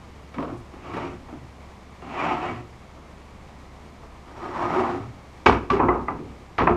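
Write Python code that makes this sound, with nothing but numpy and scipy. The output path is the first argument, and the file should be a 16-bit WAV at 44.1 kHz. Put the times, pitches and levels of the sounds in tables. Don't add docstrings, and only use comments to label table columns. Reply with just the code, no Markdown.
import sys
import numpy as np
from scipy import signal
from scipy.fft import rfft, irfft
from scipy.io import wavfile

SR = 44100
rng = np.random.default_rng(int(sys.argv[2]) if len(sys.argv) > 2 else 0)


def waveform_to_disk(signal):
    frames = np.transpose(np.atleast_2d(signal))
    scaled = np.clip(frames, -1, 1) * 32767
    samples = np.round(scaled).astype(np.int16)
    wavfile.write(sys.argv[1], SR, samples)


def volts(x):
    e = np.asarray(x, float) / 20
    return 10 ** e


N = 298116
TIME = np.arange(N) / SR

# t/s, peak level/dB, body (flat landing) re ring/dB, crack (hardness) re ring/dB
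BLOWS = [(5.46, -16, -26, -7.5), (5.464, -6, 0.5, -14.5), (5.481, -24, 0, -11), (5.495, -17, -0.5, -19.5),
         (5.523, -19, 0, -16), (5.547, -24, 2, -35.5), (5.702, -16, 2, -14.5), (5.733, -20, 2.5, -18.5),
         (5.767, -24, 2, -30), (5.793, -19.5, -7, -43), (5.8, -13.5, -3.5, -57), (5.829, -19.5, 3.5, -49),
         (5.884, -12, -5, -64), (5.906, -27.5, -23, -53), (5.938, -20.5, -0.5, -59),
         (6.087, -23.5, -1, -39), (6.19, -47, 18, -17), (6.297, -56, 3, -17), (6.582, -15.5, -3, -18.5),
         (6.585, -16, -8, -18), (6.601, -17.5, 1.5, -28), (6.617, -17.5, 0, -22), (6.671, -10.5, -19, -34),
         (6.692, -18, 5, -36), (6.718, -27, -16, -32)]
# f/Hz, density level/dB
STRUCK_COLOUR = [(45, -15.5), (102, -7), (170, -9), (300, -4.5), (395, 1), (580, -11.5), (900, -2),
                 (1210, -5), (1500, -14), (2400, -13.5), (3100, -26.5), (4200, -33.5), (6550, -43),
                 (14000, -95.5)]


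def rms_one(x):
    return x / np.sqrt(np.mean(x ** 2) + 1e-20)


def drift(rate):
    r = np.exp(-80 * np.pi * rate / SR)
    noise = rng.standard_normal(N // 40 + 2002)
    slow = rms_one(signal.lfilter([1], [1, -2 * r, r * r], noise)[2000:])
    return np.interp(np.arange(N) / 40, np.arange(len(slow)), slow)


def coloured(x, spectrum, size=8192):
    hz, db = np.transpose(spectrum)
    log_hz = np.log(np.arange(size // 2 + 1) * SR / size + 1)
    cepstrum = irfft(np.log(volts(np.interp(log_hz, np.log(hz), db))))
    cepstrum[1:size // 2] *= 2
    cepstrum[size // 2 + 1:] = 0
    response = irfft(np.exp(rfft(cepstrum))) * np.hanning(2 * size)[size:]
    return signal.oaconvolve(x, response)[:len(x)]


def band_pass(x, order, low_hz, high_hz):
    return signal.sosfilt(signal.butter(order, [low_hz, high_hz], "band", fs=SR, output="sos"), x)


def resonance(x, hz, t60):
    r, w = volts(-60 / (t60 * SR)), 2 * np.pi * hz / SR
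    gain = 2 * np.sin(w) * np.sqrt(1 - r)
    return signal.lfilter([0, gain], [1, -2 * r * np.cos(w), r * r], x + 1e-18)


def grains(per_s, uneven_db):
    sizes = volts(uneven_db * np.minimum(rng.exponential(1, N), 4))
    signs = rng.choice([-1, 1], N)
    return rms_one(sizes * signs * (rng.random(N) < per_s / SR))


def wood(drives, spectrum, modes_db, t60, wander_db):
    registers_hz = [40, 550, 1500, 2800, 15000]
    board_hz = [64, 102, 117, 175, 225, 244, 278, 312, 359, 397, 438, 530, 672, 728, 800, 880, 940, 1022,
                1109, 1168, 1256, 1335, 1997, 2270, 2408, 2700, 4955, 5680]
    board_db = [12.5, 5, -1, 3, -5.5, 0, 5.5, 2, 4, -3, -6, -1.5, -15.5, -3.5, -4.5, -13.5, -7.5, -5, -8,
                -8.5, -6, -1, -8.5, -7, -14.5, -25, -18, -10.5]
    out, impulse = np.zeros(N), np.eye(1, SR // 2)[0]
    for drive, low, high in zip(drives, registers_hz, registers_hz[1:]):
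        near = [(hz, db + modes_db) for hz, db in zip(board_hz, board_db) if low < hz < high]
        bed = np.sqrt(len(near) * SR / 2 / (high - low))
        body, answer = bed * drive, bed * impulse
        for hz, db in near:
            lasts = t60 * (hz / 300) ** -.45
            wander = wander_db * drift(7.4)
            body += resonance(drive * volts(db + wander), hz, lasts)
            answer += resonance(impulse * volts(db), hz, lasts)
        scale = np.linalg.norm(coloured(band_pass(answer, 3, low, high), spectrum))
        out += band_pass(body, 3, low, high) / scale
    return coloured(out, spectrum)


def traffic_wash():
    # f/Hz, density level/dB
    yard_colour = [(20, -10.5), (40, -1.5), (60, -10.5), (100, -5.5), (210, -7), (260, -10.5), (560, -15),
                   (750, -14), (1150, -15.5), (1500, -24), (2250, -22), (2600, -27.5), (6900, -37),
                   (15500, -55.5)]
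    # t/s, level/dB
    yard_level = [(0, -45.5), (2.7, -46), (5.45, -45.5), (5.75, -47), (6.3, -46), (6.55, -46), (6.76, -46)]
    swell_db = np.interp(TIME, *np.transpose(yard_level)) + .5 * drift(18.0)
    return rms_one(coloured(rng.standard_normal(N), yard_colour)) * volts(swell_db)


def idling_engine():
    engine_hz, wander_width_hz, engine_db = 69, 3, -50
    turning = 2 * np.pi * np.cumsum(engine_hz + wander_width_hz / 2 * drift(3.95)) / SR
    drone = np.sqrt(2) * np.sin(turning) * volts(0.99 * drift(5.0))
    return volts(engine_db) * drone


def cloth_rustle():
    # t/s, half length/s, level/dB, low f/Hz, high f/Hz
    rustle = (.59, .022, -66, 5500, 10000)
    s, half, db, low, high = rustle
    cloth = rms_one(band_pass(grains(per_s=15000.0, uneven_db=10.0), 2, low, high))
    return volts(db) * cloth * np.exp(-((TIME - s) / half) ** 2)


def frame_echo(x):
    t60_s, dull_hz, echo_db = 0.23, 2500, -16
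    age = np.arange(SR // 2) / SR
    returns = rng.standard_normal(len(age)) * (rng.random(len(age)) < .04) * (age > .008)
    dull = signal.sosfilt(signal.butter(1, dull_hz, fs=SR, output="sos"), returns)
    tail = dull * volts(-60 * age / t60_s) + 0.24 * returns * volts(-60 * age / (2.5 * t60_s))
    return volts(echo_db) * signal.fftconvolve(x, tail / np.sqrt(np.sum(tail ** 2)))[:N]


def thud():
    thud_hz, t60_s, thud_db = 50, .3, -22
    shake = np.zeros(N)
    for s, peak, body, *_ in BLOWS:
        age = np.clip(TIME - s, 0, None)
        decay = volts(peak + body + thud_db - 60 * age / t60_s)
        shake = np.hypot(shake, decay * (1 - np.exp(-age / 0.033)))
    return shake * rms_one(resonance(rng.standard_normal(N), thud_hz, 0.076))


def dust():
    # t/s, level/dB
    shaken = [
        (5.462, -47),
        (5.702, -53),
    ]
    swell_s, t60_s = 0.023, .3
    patter = rms_one(band_pass(grains(per_s=13000.0, uneven_db=2.5), 3, 4500, 8900))
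    envelope = np.zeros(N)
    for s, db in shaken:
        age = np.clip(TIME - s, 0, None)
        envelope += volts(db - 60 * age / t60_s) * (1 - np.exp(-age / swell_s))
    return patter * envelope


def swaying_mode(s, rise_s, fall_s, hz, db):
    shake = 13.7 * (hz / 100) ** 0.27
    sway = np.sin(2 * np.pi * hz * TIME + 0.64 * drift(shake)) * volts(1.6 * drift(shake))
    swell = np.where(TIME < s, -((TIME - s) / rise_s) ** 2, -(TIME - s) / fall_s)
    return volts(db + 6) * sway * np.exp(swell)


def belly_rings():
    rings = [
        (0.387, 271.4, -34),
        (5.465, 1110, -15.5),
        (5.485, 397, -28),
        (5.704, 1159, -22),
        (5.741, 398, -21),
        (5.889, 1997, -30),
        (6.087, 1180, -27.5),
        (6.083, 1990, -36),
        (6.59, 1111, -28.5),
    ]
    out = np.zeros(N)
    for s, hz, db in rings:
        out += swaying_mode(s, 3.8 / hz, 0.024 * (300 / hz) ** 0.44, hz, db)
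    return out


def singing_modes():
    sings = [(.55, 120, -44), (.98, 104.3, -41.5), (1.398, 125, -50.5), (2.1, 278, -45), (2.19, 1106, -36),
             (2.2, 2400, -36), (2.32, 871, -29.5), (2.44, 734, -33), (2.5, 277.7, -53), (2.58, 117, -40.5),
             (4.46, 360.5, -38.5), (4.64, 1098, -32.5), (4.79, 368.3, -26), (5.05, 114.4, -40),
             (6.25, 106, -47)]
    out = np.zeros(N)
    for s, hz, db in sings:
        rise_s, fall_s = 0.043 * (300 / hz) ** 0.51, 0.049 * (300 / hz) ** 0.49
        out += swaying_mode(s, rise_s, fall_s, hz, db)
    return out


def taps():
    # t/s, peak level/dB, body re ring/dB, edge re ring/dB
    contacts = [(0.383, -23.5, 1, -4), (1.284, -44, 6, -8), (2.022, -33, -9, -17), (4.637, -16, -27, -24),
                (5.459, -8, 2.5, -2.5), (5.4621, -5.5, -3, -2.5), (5.495, 0, -6, -23), (5.799, -11, 6, -21),
                (5.888, -12.5, 6, -5), (5.701, -16.5, -6, 0), (6.083, -14.5, -11, -9),
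                (6.674, -1, -11, -9.5)]
    drives = np.zeros((4, N))
    for s, peak, body, edge in contacts:
        crack = 2.9 * edge - 13.5
        drives[:, round((s + .0008) * SR)] = volts(peak + 11.5 + np.array([body, 0, edge, crack]))
    ringing = wood(drives, STRUCK_COLOUR, modes_db=2.5, t60=0.027, wander_db=4.5)
    return signal.sosfilt(signal.butter(2, 190, "high", fs=SR, output="sos"), ringing)


def scrape():
    # t/s, rubbing pressure as level of its ring/dB
    strokes = [
        [(0.7, -60), (0.738, -52), (0.814, -51), (0.87, -41), (0.944, -38), (1.026, -34), (1.1, -42),
         (1.24, -62)],
        [(1.99, -59), (2.032, -42), (2.066, -42), (2.192, -29.5), (2.25, -25.5), (2.325, -26), (2.4, -35),
         (2.45, -28.5), (2.72, -62.5)],
        [(4.2, -53), (4.37, -43), (4.462, -33.5), (4.5, -37), (4.61, -26), (4.68, -27.5), (4.78, -24),
         (4.89, -25.5), (5.17, -63.5)],
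    ]
    # body, edge, fibre hiss, each re ring/dB
    stroke_tone = [
        (-2.5, -8.5, -24.5),
        (-5.5, -7.5, -24.5),
        (-3.5, -10.5, -20.5),
    ]
    # f/Hz, density level/dB
    rubbed_colour = [(40, -57), (110, -5.5), (180, -14.5), (260, -6), (380, -3.5), (520, -11), (750, 0),
                     (1200, -2.5), (1600, -17.5), (2500, -14.5), (3300, -18.5), (4500, -23), (7000, -26.5),
                     (15000, -63.5)]
    # f/Hz, level/dB
    end_tilt = [(100, -2.5), (1400, 0.5), (1800, 2.5), (2700, -6.5), (4000, -4), (7000, -6), (10000, -2),
                (15000, 8)]
    full_db, last_shove_s = -28, 4.15
    levels = np.zeros((4, N))
    for stroke, (body, edge, hiss) in zip(strokes, stroke_tone):
        s, pressure = np.transpose(stroke)
        # level/dB, share of the pressure's swing in dB, lag/s (the heavy low modes answer late)
        registers = [(body, 0.73, 0.026), (0, 1, 0), (edge, 0.87, 0), (hiss, 0.67, 0)]
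        for k, (db, follows, lag) in enumerate(registers):
            fade = np.clip(np.minimum(TIME - lag - s[0], s[-1] + lag - TIME) / 0.11, 0, 1)
            swing_db = np.interp(TIME - lag, s, pressure) - full_db
            levels[k] += fade * volts(full_db + db + follows * swing_db)
    force = grains(per_s=8000.0, uneven_db=3.0) * volts(1.0 * drift(24.0))
    rubbing = wood(force * levels, rubbed_colour, modes_db=-1.9, t60=0.23, wander_db=3.5)
    return np.where(TIME < last_shove_s, rubbing, coloured(rubbing, end_tilt))


def clatter(blows, contact, spectrum, t60_modes, swell_s):
    levels = np.zeros((4, N))
    edge_db, edge_share, t60_s, per_soft_db, per_dull_db = contact
    for s, peak, body, crack in blows:
        edge = edge_db + edge_share * crack
        t60 = t60_s - per_soft_db * peak - per_dull_db * crack
        start = round((s - .001) * SR)
        age = np.arange(min(SR, N - start)) / SR
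        ring = peak - 4.0
        # level/dB, rise/s, share of t60, snap at contact
        registers = [(ring + body, swell_s, 1.3, .3), (ring, .002, .95, .6),
                     (ring + edge, .001, .85, 1.6), (ring + crack, .002, 1.2, 2.2)]
        for k, (db, rise_s, lasts, snap) in enumerate(registers):
            shape = volts(db - 60 * age / (t60 * lasts)) + volts(db) * snap * np.exp(-age / 0.0039)
            part = levels[k, start:start + SR]
            levels[k, start:start + SR] = np.hypot(part, shape * (1 - np.exp(-age / rise_s)))
    force = grains(per_s=12000.0, uneven_db=3.5) * volts(0.48 * drift(150.0))
    return wood(force * levels, spectrum, modes_db=-2.5, t60=t60_modes, wander_db=1.0)


def knocks_on_beam():
    # t/s, peak level/dB, body re ring/dB, crack re ring/dB
    knocks = [(0.342, -36.5, 1.5, -15.5), (0.382, -25, 3, -30), (0.403, -30, 4, -25),
              (0.425, -26.5, -1.5, -26), (0.447, -35, 0, -30), (0.48, -32, -3, -29), (0.5, -35, 5.5, -31),
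              (0.54, -47, 0, -23), (0.734, -41.5, 2, -20), (0.937, -33, 6.5, -15), (0.966, -25, -10, -23),
              (1.285, -38.5, 1, -25), (1.324, -39.5, 1.5, -26), (2.021, -36.5, 3, -22),
              (2.961, -45.5, -1, -30), (4.03, -43.5, -9, -25)]
    beam_contact = (6.2, 0.77, .06, 0.0045, 0.0015)
    # f/Hz, density level/dB
    held_colour = [(40, -33), (110, -14.5), (190, -13.5), (300, -1.5), (600, -15.5), (1200, -16.5),
                   (1550, -25), (2300, -25.5), (4000, -37.5), (15000, -64)]
    return clatter(knocks, beam_contact, held_colour, t60_modes=0.096, swell_s=0.00053)


def blows_on_stack():
    stack_contact = (-2.06, 0.3, .06, .006, .003)
    return clatter(BLOWS, stack_contact, STRUCK_COLOUR, t60_modes=0.17, swell_s=0.0064)


def scene():
    yard = traffic_wash() + idling_engine() + cloth_rustle()
    board = belly_rings() + singing_modes() + taps() + knocks_on_beam() + scrape() + blows_on_stack()
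    return (yard + frame_echo(board) + thud() + dust() + board)[None]


def band_limit(x):
    return signal.sosfilt(signal.butter(12, 15780, fs=SR, output="sos"), x)


def record(dry):
    top = .985
    cut = signal.sosfilt(signal.cheby2(8, 40, 15780, fs=SR, output="sos"), dry)
    ceiling = (1 + np.abs(cut / top) ** 12) ** (1 / 12)
    return band_limit(cut / ceiling)


dry = scene()
out = record(dry)
waveform_to_disk(out)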